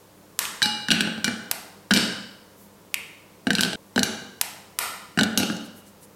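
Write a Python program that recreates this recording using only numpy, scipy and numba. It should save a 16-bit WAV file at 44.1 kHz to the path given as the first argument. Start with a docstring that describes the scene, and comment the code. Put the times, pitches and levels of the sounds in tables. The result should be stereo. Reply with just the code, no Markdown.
"""A chocolate bar is snapped by hand, and the pieces drop into a glass dish on a kitchen worktop.
Each snap is a short, brittle crack. Each landing clacks on the glass and thumps the dish on the
worktop, and two knocks on its side make it sing. Fingers rub softly over faint room air and hum.
The bare room echoes, and a limiter turns the loud hits down so that their echo swells up behind them."""
import sys
import numpy as np
from scipy import signal
from scipy.fft import rfft, irfft, next_fast_len
from scipy.io import wavfile
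from scipy.ndimage import uniform_filter1d, minimum_filter1d
from numba import njit

SR = 44100
rng = np.random.default_rng(int(sys.argv[2]) if len(sys.argv) > 2 else 0)


def unload_audio(sound):
    """Save the sound as a 16-bit wav file, at the path given as the first command line argument."""
    columns = np.transpose(np.atleast_2d(sound))
    # keep every value between -1 and 1, then stretch to whole-number steps
    steps = np.round(np.clip(columns, -1, 1) * 32767)
    wavfile.write(sys.argv[1], SR, steps.astype(np.int16))


N = 271215

# A fade time (t60) is how long a sound takes to drop by 60 dB.
# the tones of the freely ringing dish: (pitch [Hz], relative level [dB], fade time [s])
GLASS_TONES = [(839, -4.5, 0.067), (2360, -5, 0.21), (2900, -32, 0.14), (3100, -29, 0.12),
               (3670, -19, 0.12), (3940, 10, 0.048), (4630, 1.5, 0.071), (5460, -17, 0.11),
               (5240, -69, 0.05), (5580, -29, 0.16), (6150, -15.5, 0.25)]
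# its highest tones, woken by a sharp edge or a knock: (pitch [Hz], relative level [dB], fade time [s])
PING_TONES = [(5670, 0, 0.11), (6500, 6, 0.081), (7500, -6, 0.05), (8000, -22, 0.049), (8800, 0, 0.088),
              (9730, 11.5, 0.062), (11870, 4, 0.12), (13100, 10, 0.062)]


def snaps(start, stop):
    """A crack races through the bar, and the freed piece rings for an instant."""
    # each break: (time [s], level [dB], pitch of the piece [Hz], piece level against the crack [dB])
    breaks = [(0.3905, 19.5, 1440, -17), (.4529, -8, 3070, 3), (1.513, 12, 725, -14.5),
              (2.9422, 6, 2270, 0.5), (4.4128, 13.5, 870, -18.5), (4.7882, 20, 1300, -11)]
    # the tone colour of a crack: (frequency [Hz], relative level [dB])
    crack_colour = [(100, -31), (300, -9.5), (700, -7), (1500, 2), (3500, 3), (6500, 3.5), (9000, 5),
                    (12000, 4.5), (14500, 3.5), (17000, -55)]
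    track = np.zeros(N)
    bands = np.geomspace(300, 17000, 26)
    for s, db, hz, piece_db in between(breaks, start, stop):
        ripple_db = rng.standard_normal(len(bands))  # no two breaks have the same shape
        shape = np.c_[bands, read(crack_colour, bands) + ripple_db]
        add(track, s, unit(colour(burst(t60=0.025), shape)), db)
        add(track, s, piece_ring(hz, t60=0.02, q=1.5), db + piece_db)
    return track


def landings(start, stop):
    """A piece lands: its edge ticks, piece and glass clack, and the dish thumps on the worktop."""
    # each hit on the dish or the pile; a flat face gives a low pitch, a corner a high one:
    # (time [s], strength [dB], thump level [dB], contact pitch [Hz])
    all_hits = [ (0.619, 7.5, -10, 1760), (0.6281, 19, -10, 4300), (0.6576, 6.5, -2.5, 3830),
                (0.8848, 4.5, -1, 1700), (0.9049, 16, 10.5, 2770), (0.9126, 12.5, 3, 3460),
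                (0.9172, 21, 2.5, 3020), (1.0071, 17, 7, 2920), (1.073, -7, 2.5, 2800),
                (1.178, -12.5, -5, 1620), (1.2442, 17.5, 2.5, 3960), (1.2792, 2, 5, 1680),
                (1.9082, 8.5, 4, 1610), (1.9114, 13.5, 10, 1560), (1.9193, 5, 4, 1630),
                (1.9368, 25, 10.5, 4800), (1.9631, 7.5, 5, 3750), (1.9735, 11.5, 8.5, 4380),
                (2.164, -28, -30, 9070), (3.4695, 3.5, 9, 1570), (3.4831, -16, 2, 3920),
                (3.5047, 10, 7, 1690), (3.5322, -4, -6, 7400), (3.552, 12.5, -6, 4350),
                (3.584, 4.5, 3, 2900), (3.592, 5.5, -6, 1570), (3.6086, 16.5, -1, 6400),
                (3.627, 0, 0, 4940), (3.6333, 13.5, 1.5, 3270), (3.6493, 3, -0.5, 3230),
                (3.7312, -2, -2, 3250), (3.9604, 3.5, 8, 3120), (3.9781, 8.5, 9.5, 1640),
                (3.993, 7.5, -1, 3940), (4.0314, 17.5, -7, 5480), (5.1747, 2.5, 7, 1620),
                (5.1888, 10, 9, 1570), (5.192, 10.5, -7, 1480), (5.2105, 7.5, 12.5, 3350),
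                (5.2334, 9, -3, 4370), (5.3753, 18.5, 12, 5200), (5.401, 1, 5, 4250),
                (5.4308, 1, 4.5, 2970), (5.5, -3.5, 4.5, 1330), (5.567, -14, -12.5, 5980)]
    # the tone colour of a hard edge's tick: (frequency [Hz], relative level [dB])
    tick_colour = [(200, 11.5), (700, -3), (1500, 0), (4000, 8.5), (8000, 3), (10500, 4.5), (13000, -13.5),
                   (16000, -13)]
    # the dish where chocolate muffles it: (pitch [Hz], relative level [dB], fade time [s])
    clack_tones = [(1527.6, -5.5, 0.062), (1595, 4, 0.018), (2265, -17.5, 0.064), (2888, 2, 0.021),
                   (3046, 0, 0.0096), (3873, -3.5, 0.024), (4300, -4.5, 0.035), (4917, -2, 0.016),
                   (5830, -39, 0.03), (5860, -5, 0.032), (7330, -15, 0.054), (7750, -7.5, 0.02),
                   (8320, -13, 0.01), (8430, 4, 0.005)]
    # the dish rocking on the worktop: (pitch [Hz], relative level [dB], fade time [s])
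    thump_tones = [(92, -20.5, 0.33), (188.4, -5.5, 0.13), (227.8, -0.5, 0.098), (266.5, 1, 0.043),
                   (373, -9, 0.049), (484, -12.5, 0.061), (642, -6.5, 0.032), (788.5, -10, 0.042)]
    track = np.zeros(N)
    hits = between(all_hits, start, stop)
    for s, db, thump_db, hz in hits + rocking(hits):
        sharpness = np.log2(hz / 3000)  # in octaves; a sharper contact sounds brighter
        tick_db = db - 14.5 + 9.96 * sharpness + 0.2 * (db - 4)  # hard hits tick extra loudly
        piece_db = db - 6.5 + 0.33 * sharpness
        clack_db = db - 3.5 - 1.9 * sharpness
        glass_db = db - 16.5 + 2.1 * sharpness
        # tones get 4.5 dB weaker for each octave away from the contact pitch
        struck_tones = [(f, level - 4.5 * abs(np.log2(f / hz)), t60) for f, level, t60 in clack_tones]
        add(track, s, unit(colour(burst(t60=0.023), tick_colour)), tick_db)
        add(track, s, ring(PING_TONES, length_s=0.07, scatter_db=3, detune=0.0203), tick_db - 16)
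        add(track, s, piece_ring(hz, t60=0.015, q=2.9), piece_db)
        add(track, s, skid(), db - 19.5)
        add(track, s, ring(struck_tones, length_s=0.066, scatter_db=1, detune=0.027), clack_db)
        add(track, s, ring(GLASS_TONES, length_s=0.19, scatter_db=2, detune=0.0018), glass_db)
        # the heavy dish takes a few milliseconds to get moving
        thump = ring(thump_tones, length_s=0.2, scatter_db=1.9, detune=0.064, contact_s=0.0014)
        add(track, s, thump, thump_db)
    # a small dish gives off almost no deep bass
    return signal.sosfilt(signal.butter(2, 125, "high", fs=SR, output="sos"), track)


def piece_ring(hz, t60, q):
    """A jolted piece of chocolate rings for just a few vibrations around one pitch."""
    return unit(resonate(resonate(burst(t60), hz, q), hz, q))


def rocking(hits, mean_gap_s=0.025, loss_db=5):
    """A landed piece rocks to rest: two soft extra hits at uneven gaps, the second one weaker."""
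    gaps = mean_gap_s * rng.uniform(0.5, 1.5, (len(hits), 2))
    return [(s + delay, db - 27.5 - k * loss_db, thump_db - 12 - k * loss_db, hz)
            for (s, db, thump_db, hz), delays in zip(hits, np.cumsum(gaps, axis=1))
            for k, delay in enumerate(delays)]


def skid(fade_s=0.0075, size=1800):
    """A landing piece skids on crumbs, making tiny clicks that die away."""
    clicks = rng.standard_normal(size) ** 3  # cubing makes a few spikes stand out
    fade = np.exp(-np.arange(size) / SR / fade_s)
    return unit(resonate(clicks * fade, hz=5850, q=1))


def knocks(start, stop):
    """A piece knocks the side of the dish, which sings a clear note over a shorter ring and a ping."""
    # each knock: (time [s], side wall level [dB], glass ring level [dB], ping level [dB])
    side_hits = [(0.6263, 13.5, 12.5, -1), (5.3749, 4, -15, 10)]
    # the whole side wall swinging: (pitch [Hz], relative level [dB], fade time [s])
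    wall_tones = [(840, -6, 0.73), (2887, -7, 0.78), (3941, 8, 0.17), (4580, -16, 0.23),
                  (4950, -13.5, 0.73), (5270, -10, 0.37)]
    track = np.zeros(N)
    for s, wall_db, glass_db, ping_db in between(side_hits, start, stop):
        add(track, s, ring(wall_tones, length_s=0.7, scatter_db=0.5, detune=0.0001), wall_db)
        add(track, s, ring(GLASS_TONES, length_s=0.283, scatter_db=0.7, detune=0.0014), glass_db)
        add(track, s, ring(PING_TONES, length_s=0.1, scatter_db=3, detune=0.002), ping_db)
    return track


def burst(t60, size=1024):
    """A shower of tiny cracks, about equally strong at all pitches, dies within milliseconds."""
    fade = undb(-60 * np.arange(size) / SR / t60)
    x = rng.standard_normal(size) * fade
    for _ in range(4):  # even out the pitches, then restore the fade
        spectrum = rfft(x)
        x = irfft(spectrum / (np.abs(spectrum) + 1e-9)) * np.sqrt(fade)
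    return x


def ring(tones, length_s, scatter_db, detune, contact_s=0.00019):
    """Struck tones swell, then fade; each spot that is hit shifts their levels and pitches a little."""
    hz, db, t60 = np.transpose(tones)[:, :, None]
    t = np.arange(int(length_s * SR)) / SR
    weight, shift, phase = rng.standard_normal((3, len(tones), 1))
    envelope = np.exp(-np.log(1000) * t / t60) * (1 - np.exp(-t / contact_s))
    waves = np.sin(2 * np.pi * (hz * (1 + detune * shift) * t + phase))
    return unit(np.sum(undb(db + scatter_db * weight) * envelope * waves, axis=0))


def rubs():
    """Skin hisses softly as fingers slide over the chocolate."""
    # each slide: (time of its middle [s], half its length [s], loudest level [dB], hiss pitch [Hz])
    slides = [(2.622, 0.12, -54.5, 13500), (5.657, .04, -52, 8900), (5.782, 0.063, -52, 10900),
              (5.88, 0.044, -54, 8700), (6.037, 0.044, -49.5, 10300)]
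    track = np.zeros(N)
    for s, half_s, db, hz in slides:
        count = int(2 * half_s * SR)
        hiss = resonate(rng.standard_normal(count), hz, q=1.6)
        add(track, s - half_s, hiss / hiss.std() * np.hanning(count) ** 2, db)
    return track


def kitchen(wall_echo_db=-8.5, build_s=0.0012, bounce_s=0.00078):
    """How the room answers one click: the click itself, a bounce off the dish, then the walls' echo."""
    # how long the echo lasts, the highs dying first: (frequency [Hz], fade time [s])
    echo_times = [(100, 1), (250, 0.64), (1000, .92), (2500, 0.71), (5000, 0.76), (9000, 0.59),
                  (15000, 0.47)]
    # the tone colour of the echo: (frequency [Hz], level [dB])
    echo_colour = [(60, -5.5), (200, 2), (500, 5.5), (1200, 2.5), (2500, 0.5), (5000, -5.5), (9000, -4.5),
                   (13000, -7.5), (16000, -14)]
    # how wide the echo sounds: (frequency [Hz], stereo width [dB])
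    echo_width = [(60, -43), (110, -35), (200, -64), (380, -19), (700, -11.5), (1290, -13.5), (2380, -9.5),
                  (4400, -7.5), (8120, -6.5), (15000, -23)]
    # the dish's bass is stronger on the left: (frequency [Hz], left minus right [dB])
    left_lead = [(60, 3.5), (125, 2.5), (250, 3), (500, 1.2), (1300, 0.6), (4400, 1), (12000, -1.5)]
    t = np.arange(SR) / SR
    spectrum = rfft(stereo_noise(echo_width, count=SR))
    hz = np.fft.rfftfreq(SR, 1 / SR)
    edges = np.r_[0, np.geomspace(150, SR / 2, 12)]
    echo = np.zeros((2, SR))
    for low, high in zip(edges, edges[1:]):
        band = irfft(spectrum * ((hz >= low) & (hz < high)))
        echo += band * np.exp(-np.log(1000) * t / read(echo_times, (low + high) / 2))
    echo *= 1 - np.exp(-(t / build_s) ** 2)  # echoes take a moment to gather
    response = undb(wall_echo_db) * colour(np.sqrt(2) * unit(echo), echo_colour)
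    # the nearest echoes differ between left and right, most of all in the highs
    near_echo = unit(resonate(burst(t60=0.0048), hz=12300, q=1))
    response[:, :len(near_echo)] += undb(-17) * near_echo * np.array([[1], [-1]])
    response[:, 0] += 1  # the click itself
    response[:, int(bounce_s * SR)] += 0.077
    return np.array([colour(channel, [(f, side * db / 2) for f, db in left_lead])
                     for channel, side in zip(response, (1, -1))])


def background(air_db=-51.5):
    """Still room air and a faint electrical hum from the mains."""
    # the tone colour of the air: (frequency [Hz], relative level [dB])
    air_colour = [(15, -31), (25, -29), (70, -8), (92, -16), (137, -7.5), (200, 2.5), (229, -9),
                  (503, -4.5), (796, -14), (911, -9.5), (1330, -16), (1520, -18), (2610, -22.5),
                  (16000, -26)]
    # how wide the air sounds: (frequency [Hz], stereo width [dB])
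    air_width = [(60, -37), (110, -47), (200, -27), (380, -20), (700, -14), (1290, -4.5), (2380, -6),
                 (4400, -7.5), (8120, -7), (15000, -17)]
    # the tones of the hum: (pitch [Hz], level [dB])
    hum_tones = [(99.5, -65), (199.5, -66), (300, -66)]
    t = np.arange(N) / SR
    air = colour(stereo_noise(air_width, count=N), air_colour)
    hum = sum(np.sqrt(2) * undb(db) * np.sin(2 * np.pi * (hz * t + rng.random())) for hz, db in hum_tones)
    return undb(air_db) * air / air.std() + hum


def stereo_noise(width, count):
    """Noise from all around; width is the level of what differs left and right against what is shared."""
    shared, difference = rng.standard_normal((2, count))
    return shared + colour(difference, width) * np.array([[1], [-1]])


def undb(db):
    """Turn decibels into a number to multiply by."""
    return 10 ** (np.asarray(db) / 20)


def read(points, hz):
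    """Look up a (frequency, value) table, sliding between its rows on a musical pitch scale."""
    frequencies, values = np.transpose(points)
    return np.interp(np.log(np.maximum(hz, 1)), np.log(frequencies), values)


def unit(x):
    """Scale a sound so that its total energy is 1."""
    return x / np.sqrt(np.sum(x ** 2))


def colour(x, points):
    """Turn lows and highs up or down, following a (frequency [Hz], level [dB]) table."""
    size = next_fast_len(x.shape[-1] + 4096) // 2 * 2
    gains = undb(read(points, np.fft.rfftfreq(4096, 1 / SR)))
    # folding the cepstrum (the log gains, transformed) stops the filter ringing ahead of a hit
    cepstrum = irfft(np.log(gains))
    cepstrum[1:2048] *= 2
    cepstrum[2049:] = 0
    response = irfft(np.exp(rfft(cepstrum)))
    return irfft(rfft(x, size) * rfft(response, size), size)[..., :x.shape[-1]]


def resonate(x, hz, q):
    """Keep the sound around one pitch; a higher q keeps a narrower range."""
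    return signal.lfilter(*signal.iirpeak(min(hz, 0.4 * SR), max(q, 1), fs=SR), x)


def add(track, s, sound, db):
    """Mix a sound into the track, starting at s seconds."""
    start = int(s * SR)
    part = sound[:N - start]
    track[start:start + len(part)] += undb(db) * part


def between(rows, start, stop):
    """Pick the events that begin between two times."""
    return [row for row in rows if start <= row[0] < stop]


def handling(room, start, stop):
    """Everything snapped and dropped between two times, with the room's echo."""
    sounds = snaps(start, stop) + landings(start, stop) + knocks(start, stop)
    return signal.fftconvolve(sounds[None], room, axes=1)[:, :N]


def scene(split_s=3.759):
    """Two spells of snapping and dropping in one room; the ringing of the first stops short."""
    room = kitchen()
    quick_fade = np.clip((split_s - np.arange(N) / SR) / 0.002, 0, 1)
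    first_spell = handling(room, 0, split_s) * quick_fade
    second_spell = handling(room, split_s, np.inf)
    return first_spell + second_spell + rubs() + background()


@njit
def recover(cut, keep):
    """The limiter's cut in volume jumps up at once, then ebbs away."""
    out = cut.copy()
    for i in range(1, len(out)):
        out[i] = max(out[i], out[i - 1] * keep + 1e-18)
    return out


def limiter(x, ceiling_db=-4.0, release_s=0.011, window=45):
    """Look a millisecond ahead and turn the volume down to hold peaks at the ceiling."""
    peak_db = 20 * np.log10(np.abs(x).max(axis=0) + 1e-9)
    over_db = np.maximum(peak_db - ceiling_db, 0)
    held_db = -minimum_filter1d(-over_db, window)  # the biggest overshoot nearby
    cut_db = recover(held_db, np.exp(-1 / (release_s * SR)))
    return x * undb(-uniform_filter1d(cut_db, window))


def record(dry):
    """Squash the peaks, then remove the very highest pitches, above 16200 Hz."""
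    low_pass = signal.ellip(8, 0.2, 70, 16200, fs=SR, output="sos")
    return signal.sosfilt(low_pass, limiter(dry))


dry = scene()
out = record(dry)
unload_audio(out)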